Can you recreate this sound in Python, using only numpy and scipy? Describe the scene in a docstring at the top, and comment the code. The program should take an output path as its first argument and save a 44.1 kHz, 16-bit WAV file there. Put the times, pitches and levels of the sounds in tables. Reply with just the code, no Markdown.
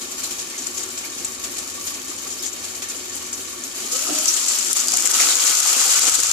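"""Soya chunks fry in shallow oil on a gas stove in a small tiled kitchen, close to a two-port microphone.
From the start, oil fizzes and spits under the glass lid: random pops and noise, over a filtered-noise flame.
Near 4 s the air under the lid rises in pitch, the rim scrapes, the dome rings and the sizzle opens up.
From about 5 s a wooden spatula knocks and rubs the pan, soft booms come from the stove top, and the sizzle
flares with each push; the flame's murmur sinks away after 5.2 s."""
import sys
import numpy as np
from scipy import signal
from scipy.fft import rfft, irfft
from scipy.io import wavfile
from scipy.ndimage import uniform_filter1d, minimum_filter1d

SR = 44100
rng = np.random.default_rng(int(sys.argv[2]) if len(sys.argv) > 2 else 0)


def inscribe(sig):
    """Save sig as 16-bit PCM at rate SR to the path in sys.argv[1].

    A 1-D sig is mono; a 2-D sig holds one channel per row.
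    Samples are clipped to [-1, 1] before scaling.
    """
    pcm = np.round(np.clip(np.atleast_2d(sig).T, -1, 1) * 32767)
    wavfile.write(sys.argv[1], SR, pcm.astype(np.int16))


N = 278712
TIME, FREQS = np.arange(N) / SR, np.fft.rfftfreq(N, 1 / SR)


def amp(db):
    """Decibels to gain."""
    return 10 ** (np.asarray(db) / 20)


def unit(x):
    """Scales to an rms of one."""
    return x / np.sqrt(np.mean(x ** 2) + 1e-20)


def curve(rows, axis=1):
    """One column of a time table, at every sample."""
    rows = np.asarray(rows)
    return np.interp(TIME, rows[:, 0], rows[:, axis])


def spectrum(points, hz=FREQS):
    """Reads a table over log frequency."""
    f, value = np.transpose(points)
    return np.interp(np.log(hz + 1), np.log(f), value)


def shaped(x, response):
    """Filters by a frequency response."""
    return irfft(rfft(x) * response, N)


def resonance(hz, width_hz, at=FREQS):
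    """Response of one damped resonance, with gain one at its centre."""
    return 1j * at * width_hz / (hz ** 2 - at ** 2 + 1j * at * width_hz)


def ring(x, modes, together=False):
    """Rings a set of modes, all by the same blows or each at its own moments."""
    total = 0
    for k, (hz, width_hz, db) in enumerate(modes):
        drive = (-1) ** k * x if together else np.roll(x, rng.integers(N), -1)
        total = total + amp(db) * shaped(drive, resonance(hz, width_hz))
    return unit(total)


def glide(x, hz, width_hz):
    """A steep resonance that follows a pitch curve: shift down to 0 Hz, low-pass, shift back."""
    turn = np.exp(2j * np.pi * np.cumsum(hz) / SR)
    r = np.exp(-np.pi * width_hz / SR)
    smooth = signal.lfilter([(1 - r) ** 2], [1, -2 * r, r * r], x / turn)
    return unit((turn * smooth).real)


def drift(rate_hz):
    """Random wandering of rms one."""
    return unit(shaped(rng.standard_normal(N), np.exp(-(FREQS / rate_hz) ** 2)))


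def noise_pair(likeness):
    """White noise at the two ports, partly shared."""
    a, b = rng.standard_normal((2, N))
    return np.array([a, likeness * a + np.sqrt(1 - likeness ** 2) * b])


def add(mix, s, sound):
    """Mixes a stereo sound in at a time."""
    part = mix[:, max(round(s * SR), 0):][:, :sound.shape[1]]
    part += sound[:, :part.shape[1]]


def swells(times, fades, levels_db, rise):
    """Gain of overlapping swells: each power builds up to its peak, then dies away exponentially."""
    t = TIME[::32]
    u = (t[:, None] - times) / np.maximum(fades, .002)
    power = amp(levels_db) ** 2 * np.exp(-np.where(u < 0, (u / rise) ** 2, u))
    return np.interp(TIME, t, np.sqrt(power.sum(1) + 1e-16))


def flurries(per_s, decay_s, strength):
    """Gain of a bubbling spot: it flares at random moments and dies down."""
    kicks = np.minimum(rng.exponential(1, N), 3) * (rng.random(N) < per_s / SR)
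    activity = signal.lfilter([1], [1, -np.exp(-1 / (decay_s * SR))], kicks)
    return unit(np.sqrt(1 + strength * activity))


def contacts(per_s, decay_s):
    """Gain of a run of tiny separate contacts: each starts at once and dies quickly."""
    kicks = rng.uniform(0.47, 1, N) * (rng.random(N) < per_s / SR)
    power = signal.lfilter([1], [1, -np.exp(-1 / (decay_s * SR))], kicks ** 2)
    return unit(np.sqrt(power + 1e-6))


def scatter(decay_s, wall, size=700):
    """Paths from one spot in the pan to the two ports: a first arrival, then reflections off the wall."""
    t = np.arange(size) / SR
    paths = rng.standard_normal((2, size)) * (np.exp(-t / decay_s) + wall * np.exp(-t / 0.0061))
    return paths / np.linalg.norm(paths, axis=1, keepdims=True)


# reverberation of the tiled room: (frequency [Hz], t60 [s])
ROOM_T60 = [(200, 0.077), (1000, 0.41), (4000, 0.19), (8000, 0.14), (15000, 0.16)]


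def kitchen(x, wet_db, count=3):
    """Adds the short tail of the tiled room; tails take turns, so pops at different moments differ in path."""
    wet = np.zeros((2, N))
    for k in range(count):
        hz, t, z = signal.stft(rng.standard_normal((2, SR // 3)), SR, nperseg=256)
        decay = amp(-60 * t / spectrum(ROOM_T60, hz)[:, None]) * (t > .004)
        tail = signal.istft(z * decay, SR, nperseg=256)[1]
        turn = uniform_filter1d(1. * (np.arange(N) // 128 % count == k), size=32)
        wet += signal.oaconvolve(x * turn, tail / np.linalg.norm(tail[0]), axes=1)[:, :N]
    return x + amp(wet_db) * wet


# how far the pan is uncovered: (time [s], share [0-1])
OPENING = [(0, 0), (3.87, 0), (3.97, 0.3), (4.3, 0.56), (4.6, 0.46), (6.32, 0.73)]


def opening():
    """Uncovered share of the pan, which blends covered and open sound."""
    return np.clip(curve(OPENING), 0, 1)


def crackle(per_s, spread_db, tone_db, count=20):
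    """Spots in the pan, each popping tiny bubbles of its own pitch in flurries."""
    out = np.zeros((2, N))
    for hz in np.geomspace(2400, 13000, count):
        size = amp(spread_db * np.minimum(rng.exponential(1, N), 3))
        pops = size * (rng.random(N) < per_s / count / SR)
        pops = pops * flurries(per_s=14, decay_s=0.0037, strength=5.8)
        pops = pops + amp(tone_db) * signal.lfilter(*signal.iirpeak(hz, 4, SR), pops)
        out += signal.oaconvolve(unit(pops)[None], scatter(decay_s=0.00028, wall=0.48), axes=1)[:, :N]
    return unit(out)


MIST_EDGE_HZ, MIST_DB = 9750, -3.5  # lower edge; level against the crackle


def mist():
    """The finest droplets hiss high up, in puffs of their own."""
    hiss = unit(shaped(noise_pair(.05), 1 / (1 + (MIST_EDGE_HZ / (FREQS + 1)) ** 8)))
    return amp(MIST_DB) * hiss * flurries(per_s=29, decay_s=0.0082, strength=19)


# steady sizzle before colouring: (time [s], relative level [dB])
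STEADY_SIZZLE = [(0, -34), (0.8, -33), (1.7, -35.5), (3.35, -34.5), (3.55, -34.5), (3.87, -33), (3.95, -26),
                 (4.17, -24), (4.35, -22.5), (4.44, -25), (4.56, -24), (4.65, -24.5), (5.05, -25),
                 (5.22, -22), (5.38, -27), (5.62, -25), (5.9, -22.5), (6.32, -28.5)]
# drops of water bursting in the oil:
# (time [s], relative crack level [dB], pitch [Hz], spray decay [s], relative foam level [dB])
WATER_BURSTS = [(0.013, -25, 6940, 0.006, -30.5), (0.115, -24, 6910, 0.01, -32),
                (0.182, -19, 7000, 0.0058, -30.5), (0.236, -17, 7440, 0.007, -27),
                (0.31, -23, 7000, 0.008, -26.5), (0.391, -34, 7000, 0.006, -27.5),
                (0.578, -14, 6980, 0.009, -46), (0.665, -14, 7050, 0.006, -34),
                (0.709, -24, 7400, 0.005, -44), (0.744, -20, 7000, 0.0093, -38),
                (0.777, -16, 7000, 0.007, -30), (0.798, -16, 7000, 0.016, -44),
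                (0.831, -14, 7800, 0.005, -34), (0.886, -22, 6700, 0.005, -48),
                (0.977, -18, 6730, 0.005, -28), (1.05, -27, 7000, 0.005, -29.5),
                (1.245, -8.5, 7600, 0.0057, -47), (1.4405, -17.5, 7010, 0.0027, -27),
                (1.58, -13.5, 7080, 0.012, -36), (1.675, -26, 7000, 0.005, -31.5),
                (1.84, -20, 6150, 0.0015, -50), (1.868, -16.5, 6900, 0.0082, -26.5),
                (1.935, -23, 7000, 0.005, -32), (2.049, -35, 7030, 0.005, -34),
                (2.08, -17, 7030, 0.005, -34.5), (2.184, -30, 5550, 0.008, -31.5),
                (2.232, -21, 7130, 0.0045, -39), (2.27, -17, 7120, 0.011, -31.5),
                (2.303, -15, 6900, 0.0072, -39), (2.322, -18, 6900, 0.008, -47),
                (2.426, -26, 4960, 0.005, -26), (2.4544, -9, 7070, 0.02, -35),
                (2.528, -17, 6830, 0.005, -51), (2.64, -19, 7000, 0.008, -36),
                (2.752, -27, 7470, 0.005, -34), (2.823, -28, 6500, 0.008, -32.5),
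                (2.886, -17, 8500, 0.005, -30), (2.896, -16, 6820, 0.0079, -41),
                (3.151, -13, 10400, 0.0027, -34), (3.164, -17.5, 7020, 0.0045, -33),
                (3.219, -26, 6670, 0.015, -30.5), (3.327, -11, 6500, 0.0094, -41),
                (3.635, -16.5, 6750, 0.005, -34), (3.75, -32, 7000, 0.005, -28),
                (3.918, -8, 7160, 0.0082, -45), (4.186, -6.5, 7020, 0.0046, -38),
                (4.21, -9, 7000, 0.012, -36), (4.257, -9, 7000, 0.003, -25),
                (4.2804, -4.5, 5740, 0.0067, -27), (4.338, -6, 7000, 0.0099, -32),
                (4.365, -7, 7050, 0.006, -20), (4.464, -10, 7000, 0.0012, -43),
                (4.484, -2.5, 6700, 0.015, -25), (4.519, -8, 7000, 0.006, -39),
                (4.586, -11.5, 7000, 0.001, -47), (4.628, -13, 7000, 0.001, -45),
                (4.648, -13, 6960, 0.00091, -45), (4.7302, 7.5, 7850, 0.0032, -45),
                (4.768, -9, 7650, 0.006, -23), (4.802, -8, 7340, 0.003, -42), (4.81, -8, 7070, 0.005, -42),
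                (4.8725, -10, 7900, 0.0011, -48), (4.8833, -5, 6800, 0.0015, -24),
                (4.9204, -8, 6950, 0.0015, -45), (4.937, -6, 7600, 0.005, -35),
                (4.954, -11, 6650, 0.0037, -28), (4.9715, 0, 8000, 0.0019, -45),
                (5.005, -7.5, 7300, 0.0011, -45), (5.0234, -8.5, 7700, 0.0012, -40),
                (5.0563, 1, 7400, 0.005, -18), (5.0735, -3, 7120, 0.0015, -45),
                (5.1131, -9, 7200, 0.0006, -47), (5.117, -3.5, 7450, 0.0007, -47),
                (5.348, -9, 10000, 0.001, -45), (5.354, -5, 6300, 0.004, -45),
                (5.369, -10, 7000, 0.0011, -40), (5.42, -12, 7000, 0.001, -32),
                (5.496, -8, 7000, 0.002, -32), (5.5522, -5.5, 7000, 0.00072, -45),
                (5.571, -7, 7000, 0.001, -48), (5.601, -5, 7000, 0.003, -45), (5.994, -3, 7350, 0.002, -45),
                (6.096, -1, 6960, 0.0029, -50), (6.153, -7, 6500, 0.0031, -36),
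                (6.2023, -4, 7100, 0.003, -54), (6.2336, -6, 7000, 0.001, -45),
                (6.2699, -9, 7000, 0.001, -45), (6.3142, -5.5, 7000, 0.0012, -45)]
# pushes of the spatula: (time [s], power fade [s], relative rubbing level [dB],
# relative tumbling level of the chunks [dB], relative flare of the sizzle [dB])
SPATULA_PUSHES = [(4.94, 0.011, -35, -42, -23), (5.07, 0.032, -30, -38, -25.5),
                  (5.15, 0.016, -34, -53, -20), (5.212, 0.027, -26.5, -37.5, -15.5),
                  (5.295, 0.039, -31.5, -37.5, -17.5), (5.42, 0.052, -35, -45.5, -22.5),
                  (5.484, 0.049, -32, -36.5, -17), (5.585, 0.017, -40, -54, -23),
                  (5.69, 0.045, -32, -45.5, -16.5), (5.815, 0.042, -34, -41.5, -17),
                  (5.88, 0.0088, -36, -37.5, -30), (5.925, 0.026, -30, -53, -18.5),
                  (5.965, 0.029, -30.5, -46, -19.5), (6.042, 0.023, -30, -38, -19),
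                  (6.081, 0.017, -35, -38, -15.5), (6.15, 0.012, -41, -43, -17.5),
                  (6.193, 0.008, -35, -38.5, -17), (6.245, 0.019, -37, -53, -21),
                  (6.299, 0.018, -50, -46, -20.5)]
FOAM_PEAK_S, FOAM_FADE_S = 0.003, 0.015  # delay of the foam after a spit; its power fade
FOAM_RISE, PUSH_RISE = 0.31, 0.83  # build-up, as a share of the fade


def frying_strength():
    """The steady sizzle, the foam after each spit, and the flare as a push brings wet chunks onto hot metal."""
    spit_s, *_, foam_db = np.transpose(WATER_BURSTS)
    push_s, fade_s, _, _, flare_db = np.transpose(SPATULA_PUSHES)
    foam = swells(spit_s + FOAM_PEAK_S, FOAM_FADE_S, foam_db, FOAM_RISE)
    flare = swells(push_s, fade_s, flare_db, PUSH_RISE)
    steady = amp(curve(STEADY_SIZZLE) + 1.0 * drift(6.3))
    return np.sqrt(steady ** 2 + foam ** 2 + flare ** 2)


# colour of the frying under the lid: (frequency [Hz], relative level [dB])
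COVERED_COLOUR = [(100, -13), (300, -9), (600, -0.5), (950, -2), (2000, -2.5), (3500, -4), (5000, -3.5),
                  (8500, -4.5), (11000, -4), (14500, -9)]
# colour of the frying in the open: (frequency [Hz], relative level [dB])
OPEN_COLOUR = [(100, -57), (300, -14), (600, -9), (950, -7), (2000, -6), (3500, -4), (5000, -2.5),
               (8500, -1.5), (11000, -7.5), (14500, -16.5)]


def sizzle():
    """Crackle over a fine fizz; it grows louder and brighter as the lid comes off, and rings the open pan."""
    opened = opening()
    pops = crackle(per_s=8000, spread_db=3.5, tone_db=9.0)
    fizz = amp(-9) * noise_pair(.05)
    frying = (pops + fizz + mist()) * frying_strength()
    frying = frying * flurries(per_s=130, decay_s=0.01, strength=0.5)
    covered = shaped(kitchen(frying * (1 - opened), wet_db=-4.5), amp(spectrum(COVERED_COLOUR)))
    pan = 1 + amp(10.0) * resonance(1280, 216)
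    uncovered = shaped(kitchen(frying * opened, wet_db=-1.0), amp(spectrum(OPEN_COLOUR)) * pan)
    return amp(-0.5) * covered + amp(-1.8) * uncovered


# air between pan and lid: (frequency [Hz], width [Hz], relative level [dB])
CAVITY_MODES = [(376, 5.4, 4), (486, 35, -7.5), (1142, 45, 1), (1370, 200, -8.5), (1791, 28, -1.5),
                (2190, 63, -6), (2320, 37, -7), (2460, 46, -5), (2598, 19, -7.5), (3080, 120, -7.5),
                (3755, 55, -4.5), (4450, 110, -8)]


def under_lid():
    """Bubbling rings the air trapped under the lid."""
    bubbling = amp(2 * drift(40))
    return ring(noise_pair(0.035) * bubbling, CAVITY_MODES) * amp(-42) * (1 - opening())


# gas flame colour: (frequency [Hz], relative level [dB])
FLAME_COLOUR = [(100, -52), (160, -11), (190, -13), (225, -3.5), (265, 2.5), (305, -4.5), (360, 3),
                (420, -7.5), (520, -9), (800, -15), (3000, -60)]
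# flame as the microphone hears it, before flutter: (time [s], level [dB])
FLAME_LEVEL = [(0, -43.5), (3.8, -43.5), (4.5, -44.5), (5.2, -43), (5.7, -63), (6.32, -82)]
# low room sound: (time [s], level [dB])
HUM_LEVEL = [(0, -58.5), (2, -55.5), (3.8, -58), (4.1, -64), (5, -63), (5.95, -63), (6.32, -59)]
# colour of the rumble around the hum: (frequency [Hz], relative level [dB])
RUMBLE_COLOUR = [(20, -5), (45, -0.5), (75, 9.5), (105, 3.5), (135, 2.5), (170, -1), (230, -25), (600, -50)]
HUM_CENTRE_HZ, HUM_WANDER_HZ = 94, 1.004


def stove():
    """The fluttering murmur of the gas flame, with a faint wavering hum and rumble in the room."""
    flutter = amp(0.8 * drift(14))
    flame = unit(shaped(noise_pair(0.81), amp(spectrum(FLAME_COLOUR))))
    flame = flame * amp(curve(FLAME_LEVEL)) * flutter
    hum_hz = HUM_CENTRE_HZ + HUM_WANDER_HZ * drift(2.0)
    hum = unit(np.sin(2 * np.pi * np.cumsum(hum_hz) / SR) * amp(2 * drift(3.5)))
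    rumble = unit(shaped(noise_pair(0.35), amp(spectrum(RUMBLE_COLOUR))))
    return flame + amp(curve(HUM_LEVEL)) * (amp(-4.0) * hum + rumble)


STRAY_PER_S, STRAY_DB = 110, -46  # mean rate; level before the band filter


def stray_pops():
    """Single small bubbles burst apart from the rest, heard while the lid keeps the fizz low."""
    pops = crackle(per_s=STRAY_PER_S, spread_db=-4, tone_db=12)
    return amp(STRAY_DB) * shaped(pops, resonance(7600, 5600)) * (1 - opening())


CRACK_WIDTH_HZ, OPEN_WIDTH_HZ = 2300, 1900  # width under the lid; what a fully open pan adds
TEAR = 2.6  # first snap in a fully open pan, against one pop of the spray
BUILD_UP = 0.5  # under the lid, time constant of the spray's gathering as a share of its decay


def spits(size=2048):
    """Each drop bursts with a snap and a quickly thinning spray of smaller pops; the lid blocks the direct snap."""
    out = np.zeros((2, N))
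    t, f = np.arange(size) / SR, np.fft.rfftfreq(size, 1 / SR)
    for s, db, hz, decay_s, _ in WATER_BURSTS:
        opened = np.interp(s, *np.transpose(OPENING))
        decay_s = max(decay_s, .0005)
        pops = rng.choice([-1., 1.], size) * (rng.random(size) < 8000 / SR)
        spray = pops * np.exp(-t / decay_s)
        spray[0] = 1
        spray *= 1 - max(1 - 2 * opened, 0) * np.exp(-t / (BUILD_UP * decay_s))
        paths = scatter(decay_s=0.00038, wall=0.21 * (1 - opened))
        burst = signal.fftconvolve(spray[None], paths, axes=1)[:, :size]
        burst[:, 2] += TEAR * opened  # the film of oil tears
        burst = irfft(rfft(burst) * resonance(hz, CRACK_WIDTH_HZ + OPEN_WIDTH_HZ * opened, f))
        add(out, s, amp(db + 6.0) * burst / np.linalg.norm(burst[0]))
    return out


# larger bubbles that burst at a pitch: (time [s], level [dB], pitch [Hz], width before squaring [Hz])
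PITCHED_PUFFS = [(0.242, -40, 4200, 1100), (.54, -45, 2160, 300), (1.04, -42, 2330, 300),
                 (1.442, -46, 2700, 1500), (1.872, -52, 2460, 1100), (2.111, -47, 1160, 400),
                 (2.392, -45, 5270, 700), (2.428, -44, 3470, 1200), (2.82, -38.5, 2480, 4200),
                 (3.223, -47, 1170, 400), (4.281, -29, 5760, 1100), (4.886, -36, 4700, 400),
                 (5.2, -32, 1850, 1400), (5.303, -33, 3870, 600), (5.348, -44, 6250, 400)]


def plops(size=3000):
    """Now and then a larger bubble lets out a short, pitched puff of steam."""
    out = np.zeros((2, N))
    t, f = np.arange(size) / SR, np.fft.rfftfreq(size, 1 / SR)
    for s, db, hz, width_hz in PITCHED_PUFFS:
        puff = rng.standard_normal((2, size)) * np.exp(-t / 0.021)
        add(out, s, amp(db) * unit(irfft(rfft(puff) * resonance(hz, width_hz, f) ** 2)))
    return out


# two lowest air resonances beneath the tipping lid:
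# (time [s], lower pitch [Hz], upper pitch [Hz], level of the lower [dB])
LID_AIR = [(3.78, 370, 1160, -62), (3.85, 387, 1200, -45.5), (3.91, 424, 1220, -46),
           (3.96, 536, 1300, -39.5), (4.0, 567, 1320, -45), (4.06, 630, 1340, -44), (4.11, 715, 1330, -43),
           (4.2, 760, 1330, -54), (4.3, 760, 1330, -75)]
GAP_WIDTH_HZ, GAP_UPPER_DB = 58, -1.5  # width; upper against lower


def lid_gap():
    """The air under the lid sounds hollow and rises in pitch as the gap widens."""
    air = noise_pair(0.39)
    lower = glide(air, curve(LID_AIR, axis=1), GAP_WIDTH_HZ)
    upper = glide(air, curve(LID_AIR, axis=2), GAP_WIDTH_HZ)
    level = amp(curve(LID_AIR, axis=3)) * (TIME > LID_AIR[0][0])
    return (lower + amp(GAP_UPPER_DB) * upper) * level


SPATTER_PER_S, SPATTER_DB = 390, -8  # mean rate; level against the frying strength


def spatter(count=6):
    """Droplets snap in the open pan, each spot with its own brightness; they come harder as the sizzle flares."""
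    out = np.zeros((2, N))
    for hz in np.geomspace(4500, 13000, count):
        sizes = amp(4 * np.minimum(rng.exponential(1, N), 2.5))
        ticks = shaped(sizes * (rng.random(N) < SPATTER_PER_S / count / SR), resonance(hz, hz))
        paths = scatter(decay_s=0.00008, wall=0.03)
        out += signal.oaconvolve(unit(ticks)[None], paths, axes=1)[:, :N]
    return amp(SPATTER_DB) * unit(out) * frying_strength() * opening()


# the lid catches on the pan as it slides off:
# (time [s], power fade [s], hollow dome ringing level [dB], rim scraping level [dB])
LID_SCRAPES = [(3.99, 0.0095, -54, -36), (4.055, 0.03, -45, -37), (4.118, 0.043, -30.5, -39)]
# glass dome: (frequency [Hz], width [Hz], relative level [dB])
DOME_MODES = [(150, 21, -13), (310, 24, 8.5), (490, 58, -13), (622, 18, 7), (760, 45, -3.5)]
# steel rim: (frequency [Hz], width [Hz], relative level [dB])
STEEL_RIM_MODES = [(1290, 70, -1), (1600, 96, -6)]
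LID_RISE = 0.72  # build-up, as a share of the fade


def lid():
    """The steel rim scrapes off the pan, and the glass dome rings briefly, dull and hollow."""
    s, fade_s, dome_db, rim_db = np.transpose(LID_SCRAPES)
    rub = shaped(noise_pair(0.55) * amp(3.6 * drift(80)), 1 / (1 + (FREQS / 1800) ** 4))
    dome = ring(rub, DOME_MODES) * swells(s, fade_s, dome_db, LID_RISE)
    rim = ring(rub, STEEL_RIM_MODES) * swells(s, fade_s, rim_db, LID_RISE)
    return dome + rim


# the pan shifts on its stand: (time [s], level at the top of the swell [dB])
PAN_SHIFTS = [(4.858, -60), (4.935, -54), (5.039, -53), (5.09, -56), (5.315, -60), (5.409, -63),
              (5.98, -55), (6.062, -48), (6.112, -46.5), (6.174, -56), (6.233, -50), (6.278, -50)]
STOVE_TOP_HZ, THUD_RISE_S = 99, 0.0098  # nominal pitch, varied per thud; time to the top of the swell


def thuds(size=6000):
    """The sheet-steel stove top gives one short, soft boom each time the pan shifts."""
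    out, t = np.zeros((2, N)), np.arange(size) / SR
    swell = t / THUD_RISE_S * np.exp(1 - t / THUD_RISE_S)
    for s, db in PAN_SHIFTS:
        hz = STOVE_TOP_HZ * rng.uniform(0.86, 1.07)
        boom = np.sin(2 * np.pi * (hz * t + rng.random()))
        add(out, s, amp(db) * np.sqrt(2) * np.array([boom, boom]) * swell)
    return out


# spatula against pan: (time [s], strength [dB], centre of the colour [Hz])
SPATULA_KNOCKS = [(4.932, -5.5, 810), (4.97, -13, 1600), (5.041, -13, 350), (5.059, -4, 1600),
                  (5.098, -6.5, 1290), (5.18, -24, 930), (5.207, -7, 710), (5.234, -10, 695),
                  (5.455, -14, 1400), (5.655, -6, 1000), (5.727, -7, 480), (5.762, -5, 560),
                  (5.784, -6, 1250), (5.816, -3, 1350), (5.854, -6, 650), (5.865, -8, 680),
                  (5.972, -12, 380), (6.078, -6, 1400), (6.128, -16, 1290), (6.186, -22, 480),
                  (6.2, -18, 1900), (6.229, -8, 1290), (6.242, -16, 760)]
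# lower modes of the pan: (frequency [Hz], width [Hz], relative level [dB])
LOW_PAN_MODES = [(261.7, 17, 1.5), (367, 16, -2.5), (499, 10.7, 1.5), (594, 29, -29), (724, 22, -3.5),
                 (916, 60, -11)]
# upper modes of the pan: (frequency [Hz], width [Hz], relative level [dB])
HIGH_PAN_MODES = [(1170, 44, -12.5), (1310, 79, -11), (1500, 20, -8.5), (1870, 89, -22), (2280, 1500, -19)]
KNOCK_CONTACT_S, KNOCK_WIDTH_HZ = 0.0071, 750  # decay of the contact; colour width before squaring


def knocks(size=4096):
    """The wooden edge bumps the pan: a brief rough contact rings its modes, duller or brighter by where it lands."""
    out = np.zeros((2, N))
    t, f = np.arange(size) / SR, np.fft.rfftfreq(size, 1 / SR)
    pan = amp(-14)  # direct contact sound
    for k, (hz, width_hz, db) in enumerate([*LOW_PAN_MODES, *HIGH_PAN_MODES]):
        pan = pan + (-1) ** k * amp(db) * resonance(hz, width_hz, f)
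    for s, db, hz in SPATULA_KNOCKS:
        a, b, shared = rng.standard_normal((3, size)) * np.exp(-t / KNOCK_CONTACT_S)
        contact = np.array([a, b]) + 0.92 * shared
        knock = irfft(rfft(contact) * pan * resonance(hz, KNOCK_WIDTH_HZ, f) ** 2)
        add(out, s, amp(db) * knock / np.linalg.norm(knock, axis=1, keepdims=True))
    return out


def spatula():
    """Wood rubs over the pan in tiny slips while the soft chunks bump against it."""
    s, fade_s, rub_db, tumble_db, _ = np.transpose(SPATULA_PUSHES)
    grip = contacts(per_s=170, decay_s=0.002)
    bumps = contacts(per_s=50, decay_s=0.005)
    slips = ring(noise_pair(0.27) * grip, HIGH_PAN_MODES, together=True)
    slips = slips * swells(s, fade_s, rub_db, PUSH_RISE)
    tumble = ring(noise_pair(0.61) * bumps, LOW_PAN_MODES, together=True)
    tumble = tumble * swells(s, fade_s, tumble_db, PUSH_RISE)
    return slips + shaped(tumble, 1 / (1 + (240 / (FREQS + 1)) ** 8))  # the pan is too small to radiate bass


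def scene():
    """Everything at the stove."""
    frying = sizzle() + under_lid() + stray_pops() + spatter()
    bursts_and_knocks = kitchen(spits() + plops() + knocks(), wet_db=-14)
    return frying + bursts_and_knocks + stove() + lid_gap() + lid() + thuds() + spatula()


# moments when the bass of the whole mix is cut: (start [s], end [s])
BASS_CUTS = [(4.25, 4.4), (4.53, 4.59), (4.78, 4.86), (5.16, 5.32), (5.45, 5.95)]
BASS_CUT_DB, BASS_CUT_HZ = -48, 183  # gain of the bass during a cut; its upper edge


def cut_bass(x):
    """Cuts the bass below about 180 Hz at the listed times."""
    inside = sum((TIME > a) & (TIME < b) for a, b in BASS_CUTS)
    cut = uniform_filter1d(1. * inside, size=1500)
    bass = shaped(x, 1 / (1 + (FREQS / BASS_CUT_HZ) ** 10))
    return x - bass * cut * (1 - amp(BASS_CUT_DB))


CEILING_DB, RECOVERY_DB_PER_S = -1.5, 900
LOOKAHEAD_S, HOLD_S = 0.001, 0.016


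def limiter(x):
    """Turns down just before a loud burst, holds for a moment, and recovers quickly; the sharpest tips clip."""
    ahead, hold = round(LOOKAHEAD_S * SR), round(HOLD_S * SR)
    power = abs(uniform_filter1d(x ** 2, size=16, axis=1))
    peak = np.sqrt(2 * power).max(0)  # of a sine with this short-term power
    spare_db = np.minimum(CEILING_DB - 20 * np.log10(peak + 1e-9), 0)
    over_db = -minimum_filter1d(spare_db, size=ahead + hold, origin=(hold - ahead) // 2)
    recovery_db = TIME * RECOVERY_DB_PER_S
    held_db = np.maximum.accumulate(over_db + recovery_db) - recovery_db
    return np.clip(x / amp(uniform_filter1d(held_db, size=ahead)), -.95, .95)


# left and right microphone port: (resonance [Hz], width [Hz], lift [dB])
PORT_RESONANCES = [(7070, 950, 16), (5690, 2080, 8)]
# balance of the ports: (frequency [Hz], left minus right [dB])
PORT_BALANCE = [(100, -0.5), (280, -3), (800, -1), (1350, -1.5), (2500, -3), (4000, 0), (6000, 1.5),
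                (9000, -0.4), (14000, 0)]
BAND_EDGE_HZ = 14750


def record(dry):
    """Bass cuts; each port rings at its own pitch; a limiter dips around loud bursts; then the band limit."""
    ports = np.array([1 + (amp(db) - 1) * resonance(hz, width_hz) for hz, width_hz, db in PORT_RESONANCES])
    balance = amp(np.outer([.5, -.5], spectrum(PORT_BALANCE)))
    x = limiter(shaped(cut_bass(dry), ports * balance))
    lowpass = signal.firwin(401, BAND_EDGE_HZ, window=("kaiser", 9), fs=SR)
    return signal.oaconvolve(x, lowpass[None], "same")


dry = scene()
out = record(dry)
inscribe(out)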